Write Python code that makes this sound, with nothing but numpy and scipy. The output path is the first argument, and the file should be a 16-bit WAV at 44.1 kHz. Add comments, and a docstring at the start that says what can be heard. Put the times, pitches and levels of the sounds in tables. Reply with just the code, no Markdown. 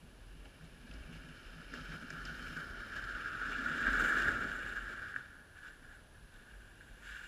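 """Faint crusty-snow rustle swells over 4 s as a loaded plastic sled and a person behind it slide past.
It sinks again, and from 5.6 s boots scuff far off; gear knocks and crisp ticks of twigs and crust dot the scene.
Grains and hiss make the snow, noise-shaken low modes the hull and ground, decaying bursts the knocks and ticks.
The microphone sits in a closed camera case whose cavity rings near 1.5 kHz and colours the snow sound.
Still air, self-noise and faint electronic tones lie beneath throughout."""
import sys
import numpy as np
from scipy import signal
from scipy.fft import rfft, irfft
from scipy.io import wavfile
from scipy.ndimage import uniform_filter1d

SR = 44100
rng = np.random.default_rng(int(sys.argv[2]) if len(sys.argv) > 2 else 0)


def to_wav(s):
    """Save 16-bit WAV."""
    ch = np.atleast_2d(s).T  # columns
    pcm = np.round(np.clip(ch, -1, 1) * 32767)  # PCM
    wavfile.write(sys.argv[1], SR, pcm.astype(np.int16))


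N = 320607

# Still air and self-noise, relative spectrum. Each row: frequency in Hz, density in dB per Hz.
HUSH_SPECTRUM = [(15, -14), (25, 7), (59, 1.5), (125, -10), (1000, -19.5), (1630, -20.5), (2070, -27.5),
                 (2850, -21.5), (3440, -25.5), (8780, -36.5), (10000, -30), (13800, -42.5), (15000, -67)]
# Tones of the camera electronics. Each row: frequency in Hz, rms level in dB.
ELECTRONIC_TONES = [(9411, -96), (9830, -94), (9890, -93), (10429, -92), (12647, -99), (12707, -102),
                    (13127, -100)]
# Crushed grains, relative spectrum. Each row: frequency in Hz, density in dB per Hz.
SNOW_SPECTRUM = [(150, -3), (250, -5), (500, -8.5), (1000, 0.5), (2000, -9), (4000, -27), (8000, -39),
                 (15000, -41)]
# Peaks and notches of the camera case. Each row: frequency in Hz, width in Hz, gain in dB.
CASE_MODES = [(761, 203, -9), (1003.5, 280, -26.5), (1438, 464, 15.5), (1677, 240, 9), (2046, 380, -10),
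              (2302, 83, 6.5), (2440, 170, 3), (2809, 330, 15), (3570, 150, 1.5), (4740, 330, -3),
              (5050, 1240, 7.5), (5770, 150, -7), (7370, 1400, 10), (9670, 1100, -7), (10000, 580, 12),
              (12200, 400, -6), (12700, 600, 2), (13700, 900, 2), (14900, 800, -6)]
# Extra peaks and notches for sound from ahead. Each row: frequency in Hz, width in Hz, gain in dB.
AHEAD_MODES = [(2800, 240, -8.5), (3110, 390, 16.5), (3490, 340, -26), (4430, 230, 9), (4600, 250, -11),
               (5150, 680, 3.5), (7500, 820, -14)]
# The same for sound from beside and behind. Each row: frequency in Hz, width in Hz, gain in dB.
BESIDE_MODES = [(2340, 140, 1), (3600, 370, 2), (5200, 900, -1.5), (7350, 900, 2), (9900, 300, -3),
                (10500, 600, 3.5)]
# Edges in Hz of the adjoining bands rumble, cavity, crunch, rasp and spray.
BAND_EDGES_HZ = (190, 950, 2100, 3400, 6200, 16000)
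# Low modes of ground, large panel and small panel. Each row: frequency in Hz, width in Hz,
# murmur in dB when the hull rumbles at -59 dB, share of the hull's swing, wander in dB,
# rise in dB per s, fall in dB per s.
LOW_MODES = [(43.8, 12, -66.5, 0.45, 3.5, 400, 400), (157.3, 26.5, -72.5, 0.33, 4, 500, 400),
             (243.3, 48, -67.5, 0.86, 4, 500, 400)]
# The ground thrums. Each row: start in seconds, length in seconds, level in dB.
GROUND_THRUMS = [(0.205, 0.27, -54), (0.634, 0.05, -58), (0.92, 0.14, -49.5), (1.148, 0.059, -55),
                 (1.47, 0.066, -53), (1.66, 0.28, -54), (2.185, 0.33, -52), (2.686, 0.12, -53),
                 (2.998, 0.18, -54.5), (3.38, 0.1, -56), (3.507, 0.13, -52), (3.867, 0.17, -44.5),
                 (4.098, 0.38, -53.5), (4.545, 0.05, -55), (4.662, 0.064, -51), (4.772, 0.15, -55.5),
                 (4.995, 0.051, -59), (6.536, 0.062, -55), (6.893, .3, -59)]
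# The hull thumps. Each row: start in seconds, length in seconds, large panel in dB, small panel in dB.
HULL_THUMPS = [(0.026, 0.035, -59.5, -69), (0.358, 0.046, -61.5, -69), (0.613, 0.044, -57, -68),
               (0.72, 0.05, -59.5, -68), (0.843, 0.06, -57, -61), (1.093, 0.064, -54.5, -58.5),
               (1.234, 0.098, -58, -62.5), (1.55, 0.052, -55.5, -66), (1.724, 0.047, -60, -56.5),
               (1.78, 0.042, -57.5, -62), (1.903, 0.06, -51.5, -66), (2.02, 0.028, -61, -53.5),
               (2.115, 0.08, -56, -63), (2.255, 0.065, -55, -59), (2.41, 0.038, -59.5, -55),
               (2.49, 0.12, -56, -63), (3.462, 0.04, -64, -53.5), (3.584, 0.053, -70, -50.5),
               (3.695, 0.048, -56, -56.5), (3.833, 0.1, -62, -48), (4.154, 0.064, -58, -61),
               (4.263, 0.07, -55, -61), (4.367, 0.087, -57, -49.5)]
# Ticks of twigs and crust. Each row: start in seconds, snap level in dB before TICK_TRIM_DB,
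# colour in Hz, peak of the lower crunch in dB re the snap.
CRUST_TICKS = [(0.4545, -58, 4460, 14.5), (0.9107, -51, 3540, 12), (0.9373, -44, 4530, -9),
               (1.2875, -54, 5380, -6), (1.7376, -39, 5070, -14), (2.1024, -36.5, 4960, -7),
               (2.2517, -33.5, 4900, -3), (2.2897, -47, 5300, -6), (2.5694, -38, 4220, -11),
               (2.9604, -54, 3890, -1), (3.0394, -38, 3850, -10), (3.4804, -43, 3570, -6),
               (3.6954, -43, 3410, 0), (3.827, -43, 3470, 13), (3.93, -30.5, 3430, -3),
               (4.1744, -45, 3440, -1), (4.22, -32, 3660, 3), (4.5144, -46, 5150, 9),
               (5.159, -54, 3670, 10), (5.5794, -51, 3560, -6)]
# Knocks of gear and hull. Each row: start in seconds, ping level in dB before KNOCK_TRIM_DB,
# thud in dB re the ping before THUD_TRIM_DB.
GEAR_KNOCKS = [(0.4565, -47, 4), (0.61, -46, -5), (1.3533, -53, -9), (1.738, -28, -4), (2.1043, -28.5, -15),
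               (2.292, -37, -3), (3.025, -38, -19), (3.258, -25.5, -32), (3.414, -27, -8), (3.66, -23, -30),
               (3.8677, -14, -30), (4.2554, -18, -15), (5.141, -28.5, -33), (5.1615, -19.5, -28),
               (5.5593, -45, -18), (5.914, -41, -19), (6.8084, -39.5, -13), (7.0509, -46, -24)]
# Far scuffs of boots. Each row: start in seconds, length in seconds, scrape in dB, crunch in dB,
# rasp in dB, fine spray in dB.
BOOT_SCUFFS = [(5.575, 0.015, -53.5, -65, -73, -80), (5.645, 0.022, -50, -62, -66.5, -74),
               (5.83, .13, -56.5, -69.5, -75, -81), (6.15, 0.018, -61.5, -81, -80, -88),
               (6.34, 0.022, -59.5, -70, -73, -79), (7.06, .12, -46.5, -55.5, -62, -68),
               (7.21, .07, -49.5, -57.5, -65, -70)]
# Bumps in the track. Each row: start in seconds, length in seconds, surge in dB, treble surge in dB,
# jolt of the hull in dB; negative entries are raised to zero.
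TRACK_BUMPS = [(0.455, 0.014, 1, 4.5, 8.5), (0.62, .03, 3, 2.5, 3), (0.93, 0.036, 1.5, 1, 2.5),
               (1.13, 0.027, 1.5, 5, 3), (1.58, 0.041, 3.5, -1.5, 1), (1.74, 0.023, 7, 5.5, 7),
               (1.92, 0.029, 5.5, 5, 6.5), (2.11, .02, -1, 3, 4), (2.26, 0.015, -2, 2, 1),
               (2.57, 0.032, 5.5, 0.5, -7), (2.96, 0.012, 3.5, 3.5, 4.5), (3.04, 0.013, -2, 1.5, 1),
               (3.5, 0.044, 0, 2.5, 3), (3.87, 0.012, 3.5, 1.5, 3), (3.94, 0.0067, 3, 1, 1),
               (4.04, 0.0067, 3.5, 4, 3.5), (4.12, .02, 0.5, -1, -2.5), (4.17, 0.013, 1.5, 3, 4.5),
               (4.28, 0.01, 4.5, 3, 7.5), (4.41, 0.032, 3, 1.5, 4), (4.67, 0.01, 2.5, 1.5, 1),
               (4.76, 0.016, 4, 2, 1), (4.9, 0.011, 2.5, 1, 4.5), (5.02, 0.01, 3, -2, 2.5),
               (5.16, 0.03, 4.5, 4.5, 4)]
# Bearing of the slide. Each row: time in seconds, share that comes from ahead.
AHEAD_SHARE = [(0, 0.22), (2.6, 0.62), (3.4, 0.084), (7.27, 0)]
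# The pass before bumps. Each row: time in seconds, scrape in dB, lower cavity boost in dB, crunch in dB,
# fine spray in dB, hull rumble in dB.
SLED_PASS = [(0.0, -67.5, 2, -71, -85, -67), (0.85, -63, 0.5, -65, -82, -66),
             (0.93, -61, 5, -62.5, -80, -61), (1.4, -63, 8, -61.5, -79, -63.5),
             (1.7, -60, 5.5, -60, -79, -62.5), (1.8, -56, 8.5, -56, -72, -57),
             (2.08, -56, 8, -59.5, -76, -61.5), (2.2, -48.5, 4, -56.5, -71.5, -58.5),
             (2.55, -48.5, 3, -54.5, -67.5, -56), (2.76, -50.5, 5, -59.5, -75, -57),
             (2.98, -43, -1, -54.5, -71, -57), (3.44, -45.5, 9, -53.5, -71, -56.5),
             (3.58, -38.5, 0.5, -50.5, -68, -52.5), (3.84, -36, 1, -49, -65.5, -49),
             (4.03, -30.5, -2, -45.5, -58.5, -44.5), (4.28, -32.5, 0, -48, -62, -48.5),
             (4.36, -38.5, 3, -50.5, -66, -48.5), (4.7, -42.5, -1, -55, -68.5, -55.5),
             (5.05, -44.5, -2.5, -58.5, -74.5, -60.5), (5.3, -53.5, -6, -67.5, -85, -70),
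             (5.5, -60.5, -5, -82, -91, -70.5), (6.07, -67, -6, -80, -90, -69),
             (6.4, -59, -6.5, -71, -83, -71), (7.27, -58.5, -11, -66.5, -77, -67.5)]

HUSH_DB, HISS_DB = -59.5, -79.5
FRAME_HZ = 59.94
CUTOFF_HZ = 15200   # stopband edge
TICK_TRIM_DB, KNOCK_TRIM_DB, THUD_TRIM_DB = -7.5, -5.5, -5.5
BUMP_RISE_DB_S, BUMP_FALL_DB_S = 500, 153   # slopes (dB per s)
SCUFF_RISE_DB_S, SCUFF_FALL_DB_S = 300, 115   # slopes (dB per s)
GRAINS_PER_S = 900   # before clumping
RASP_DB, RASP_AHEAD_DB = -7, 7   # re crunch; change per unit share ahead
GROUND_DB, GROUND_AHEAD_DB = -64.5, 2.5   # when the hull rumbles at -58 dB; gain per unit share ahead
GROUND_FOLLOWS, GROUND_JOLT = 0.51, 0.94   # shares of the hull's swing and of its jolts


def from_db(db):
    """Amplitude ratio: 20 dB is a factor of ten."""
    return 10 ** (np.asarray(db) / 20)


def louder(a_db, b_db):
    """Incoherent sounds add in power."""
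    return 10 * np.log10(from_db(2 * a_db) + from_db(2 * b_db))


def rms_one(x):
    """Normalise the effective amplitude to 1."""
    return x / np.sqrt(np.mean(x ** 2) + 1e-20)


def in_time(rows):
    """Linear interpolation turns each column of a timed table into a curve over all samples."""
    s, *columns = np.transpose(rows)
    return [np.interp(np.arange(N) / SR, s, c) for c in columns]


def swells(rows, column, rise_db_s, fall_db_s):
    """Exponential growth and decay are straight lines in dB, here with a hold between; the loudest event wins."""
    t = np.arange(N // 40 + 1) * 40 / SR
    each = []
    for row in rows:
        start, length = row[:2]
        rise = rise_db_s * np.maximum(start - t, 0)
        fall = fall_db_s * np.maximum(t - start - length, 0)
        each.append(row[column] - rise - fall)
    return np.interp(np.arange(N) / SR, t, np.max(each, axis=0))


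def drift(rate_hz):
    """Noise through two equal low-pass poles gives a slow random curve of rms 1."""
    r = np.exp(-80 * np.pi * rate_hz / SR)   # one step every 40 samples
    noise = rng.standard_normal(N // 40 + 2002)
    slow = signal.lfilter([1], [1, -2 * r, r * r], noise)[2000:]
    return np.interp(np.arange(N) / 40, np.arange(len(slow)), rms_one(slow))


def colour(x, spectrum):
    """A folded cepstrum yields the minimum-phase filter of a spectrum, so nothing sounds early."""
    hz, db = np.transpose(spectrum)
    grid = np.maximum(np.fft.rfftfreq(8192, 1 / SR), 1)
    gain = from_db(np.interp(np.log(grid), np.log(hz), db))
    cepstrum = irfft(np.log(gain))
    cepstrum[1:4096] *= 2
    cepstrum[4097:] = 0
    impulse = irfft(np.exp(rfft(cepstrum)))
    return signal.fftconvolve(x, impulse)[:len(x)]


def band(x, low_hz, high_hz):
    """A Butterworth band-pass is flat within its edges."""
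    return signal.sosfilt(signal.butter(N=3, Wn=[low_hz, high_hz], btype="band", fs=SR, output="sos"), x)


def resonance(x, hz, width_hz):
    """A damped mode is a pole pair, with gain 1 on top."""
    r = np.exp(-np.pi * width_hz / SR)
    poles = [1, -2 * r * np.cos(2 * np.pi * hz / SR), r * r]
    return signal.lfilter([(1 - r * r) / 2, 0, (r * r - 1) / 2], poles, x)


def peaks(x, table):
    """Modes in cascade: each section lifts or cuts around one frequency."""
    rows = []
    for hz, width_hz, db in table:
        a, w, alpha = from_db(db / 2), 2 * np.pi * hz / SR, np.pi * width_hz / SR
        zeros = [1 + alpha * a, -2 * np.cos(w), 1 - alpha * a]
        poles = [1 + alpha / a, -2 * np.cos(w), 1 - alpha / a]
        rows.append(np.array(zeros + poles) / poles[0])
    return signal.sosfilt(rows, x)


def through_case(x):
    """Source and filter: the snow spectrum, then the cavity modes of the case."""
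    return peaks(colour(x + 1e-18, SNOW_SPECTRUM), CASE_MODES)


def split(x):
    """Band analysis of a sound heard through the case."""
    heard = through_case(x)
    return [band(heard, low, high) for low, high in zip(BAND_EDGES_HZ, BAND_EDGES_HZ[1:])]


def camera():
    """Stationary noise plus sinusoids: self-noise, a narrow hiss modulated at the frame rate, steady tones."""
    t = np.arange(N) / SR
    hush = from_db(HUSH_DB) * rms_one(colour(rng.standard_normal(N), HUSH_SPECTRUM))
    buzz_db = 2.4 * np.cos(2 * np.pi * FRAME_HZ * t) + 2.8 * np.cos(4 * np.pi * FRAME_HZ * t)
    narrow = resonance(rng.standard_normal(N), 10030, 280)
    hiss = from_db(HISS_DB) * rms_one(narrow * from_db(buzz_db))
    tones = 0
    for hz, db in ELECTRONIC_TONES:
        tones = tones + from_db(db) * np.sqrt(2) * np.sin(2 * np.pi * (hz * t + rng.random()))
    return hush + hiss + tones


def drumming():
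    """Noise-driven narrow modes: a wandering murmur that follows the hull, and louder thrums and thumps."""
    out, hull_db = 0, in_time(SLED_PASS)[-1]
    events = ((GROUND_THRUMS, 2), (HULL_THUMPS, 2), (HULL_THUMPS, 3))
    for low_mode, (rows, column) in zip(LOW_MODES, events):
        hz, width_hz, murmur_db, follows, wander_db, rise, fall = low_mode
        mode = resonance(resonance(rng.standard_normal(N), hz, width_hz), hz, width_hz)
        size = np.sqrt(uniform_filter1d(mode ** 2, size=3000))
        steadied = rms_one(mode / (size + 0.69 * size.mean()))   # evens out the random swells
        murmur_db = murmur_db + follows * (hull_db + 59) + wander_db * drift(4.6)
        event_db = swells(rows, column=column, rise_db_s=rise, fall_db_s=fall)
        out = out + from_db(louder(murmur_db, event_db)) * steadied
    return out


def ticks():
    """Brittle fracture: a few ms of decaying noise, broad around its own colour, with crunch near 3 kHz."""
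    after = np.arange(600) / SR
    envelope = (1 - np.exp(-after / .0008)) * np.exp(-after / .003)
    splinters = rng.standard_normal((len(CRUST_TICKS), 600)) * envelope
    out = np.zeros(N + 600)
    for (s, level_db, hz, crunch_db), row in zip(CRUST_TICKS, splinters):
        snap = peaks(resonance(resonance(row, hz, 2600), hz, 2600), CASE_MODES[7:])   # upper case modes only
        crunch = resonance(resonance(row, 2700, 700), 2700, 700)
        burst = snap / np.abs(snap).max() + from_db(crunch_db) * crunch / np.abs(crunch).max()
        start = int(s * SR)
        out[start:start + 600] += from_db(level_db + TICK_TRIM_DB) * burst
    return out[:N]


def knocks():
    """Impulse response: a knock pings the cavity once, softly, over a short dull thud of decaying noise."""
    after = np.arange(2000) / SR
    envelope = (1 - np.exp(-after / 0.0017)) * np.exp(-after / 0.0056)
    shakes = rng.standard_normal((len(GEAR_KNOCKS), 2000)) * envelope
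    impulse = np.eye(1, 2000)[0]
    ping = resonance(split(impulse)[1], 1820, 540)
    out = np.zeros(N + 2000)
    for (s, level_db, thud_db), shake in zip(GEAR_KNOCKS, shakes):
        thud = band(shake, 200, 670)
        thud_gain = from_db(thud_db + THUD_TRIM_DB)
        burst = ping / np.abs(ping).max() + thud_gain * thud / np.abs(thud).max()
        start = int(s * SR)
        out[start:start + 2000] += from_db(level_db + KNOCK_TRIM_DB) * burst
    return out[:N]


def crushed_grains():
    """Shot noise: grains of uneven size break at random in clumps, over a smooth hiss."""
    sizes = from_db(2.12 * np.minimum(rng.exponential(1, N), 5)) * rng.choice([-1, 1], N)
    born = rng.random(N) < GRAINS_PER_S * from_db(4.0 * drift(25)) / SR
    grains = rms_one(sizes * born) + from_db(4.0) * rng.standard_normal(N)
    return grains * from_db(0.67 * drift(26))


def ground_rumble(hull_db, jolt_db, ahead):
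    """Forced vibration: low band noise follows part of the hull's swing and jolts."""
    level_db = GROUND_DB + GROUND_FOLLOWS * (hull_db + 58) + GROUND_AHEAD_DB * ahead
    level_db = level_db + GROUND_JOLT * jolt_db + 2.5 * drift(4)
    return from_db(level_db) * rms_one(band(rng.standard_normal(N), 66, 126.6))


def slide():
    """Friction noise in bands: sled and boots share the grains, and bumps make the sled's bands surge together."""
    scrape_db, boost_db, crunch_db, spray_db, hull_db = in_time(SLED_PASS)
    ahead = np.clip(in_time(AHEAD_SHARE)[0], 0, 1)
    surge_db, treble_db, jolt_db = [
        np.maximum(swells(TRACK_BUMPS, column=k, rise_db_s=BUMP_RISE_DB_S, fall_db_s=BUMP_FALL_DB_S), 0)
        for k in range(2, 5)]
    scuff_db, scuff_crunch_db, scuff_rasp_db, scuff_spray_db = [
        swells(BOOT_SCUFFS, column=k, rise_db_s=SCUFF_RISE_DB_S, fall_db_s=SCUFF_FALL_DB_S)
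        for k in range(2, 6)]
    hull, cavity, *treble = [rms_one(part) for part in split(crushed_grains())]
    # the heavy sled drives the lower side of the cavity more than far rustles do
    lower = resonance(cavity, 1314, 286)
    out = from_db(louder(scrape_db + surge_db, scuff_db)) * (cavity + (from_db(boost_db) - 1) * lower)
    crunch_db = crunch_db + treble_db
    rasp_db = crunch_db + RASP_DB + RASP_AHEAD_DB * ahead
    levels = (louder(crunch_db, scuff_crunch_db), louder(rasp_db, scuff_rasp_db),
              louder(spray_db + treble_db, scuff_spray_db))
    for part, level_db in zip(treble, levels):
        from_ahead = ahead * rms_one(peaks(part, AHEAD_MODES))
        from_beside = (1 - ahead) * rms_one(peaks(part, BESIDE_MODES))
        out += (from_ahead + from_beside) * from_db(level_db + 1.0 * drift(26))
    out += from_db(hull_db + jolt_db) * hull
    return out + ground_rumble(hull_db, jolt_db, ahead)


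def scene():
    """Superposition: pressures of all sources add at the single microphone."""
    return (camera() + drumming() + ticks() + knocks() + slide())[None]


def record(dry):
    """Band limitation: a steep low-pass cuts the top by 45 dB."""
    return signal.sosfilt(signal.cheby2(22, 45, CUTOFF_HZ, fs=SR, output="sos"), dry)


dry = scene()
out = record(dry)
to_wav(out)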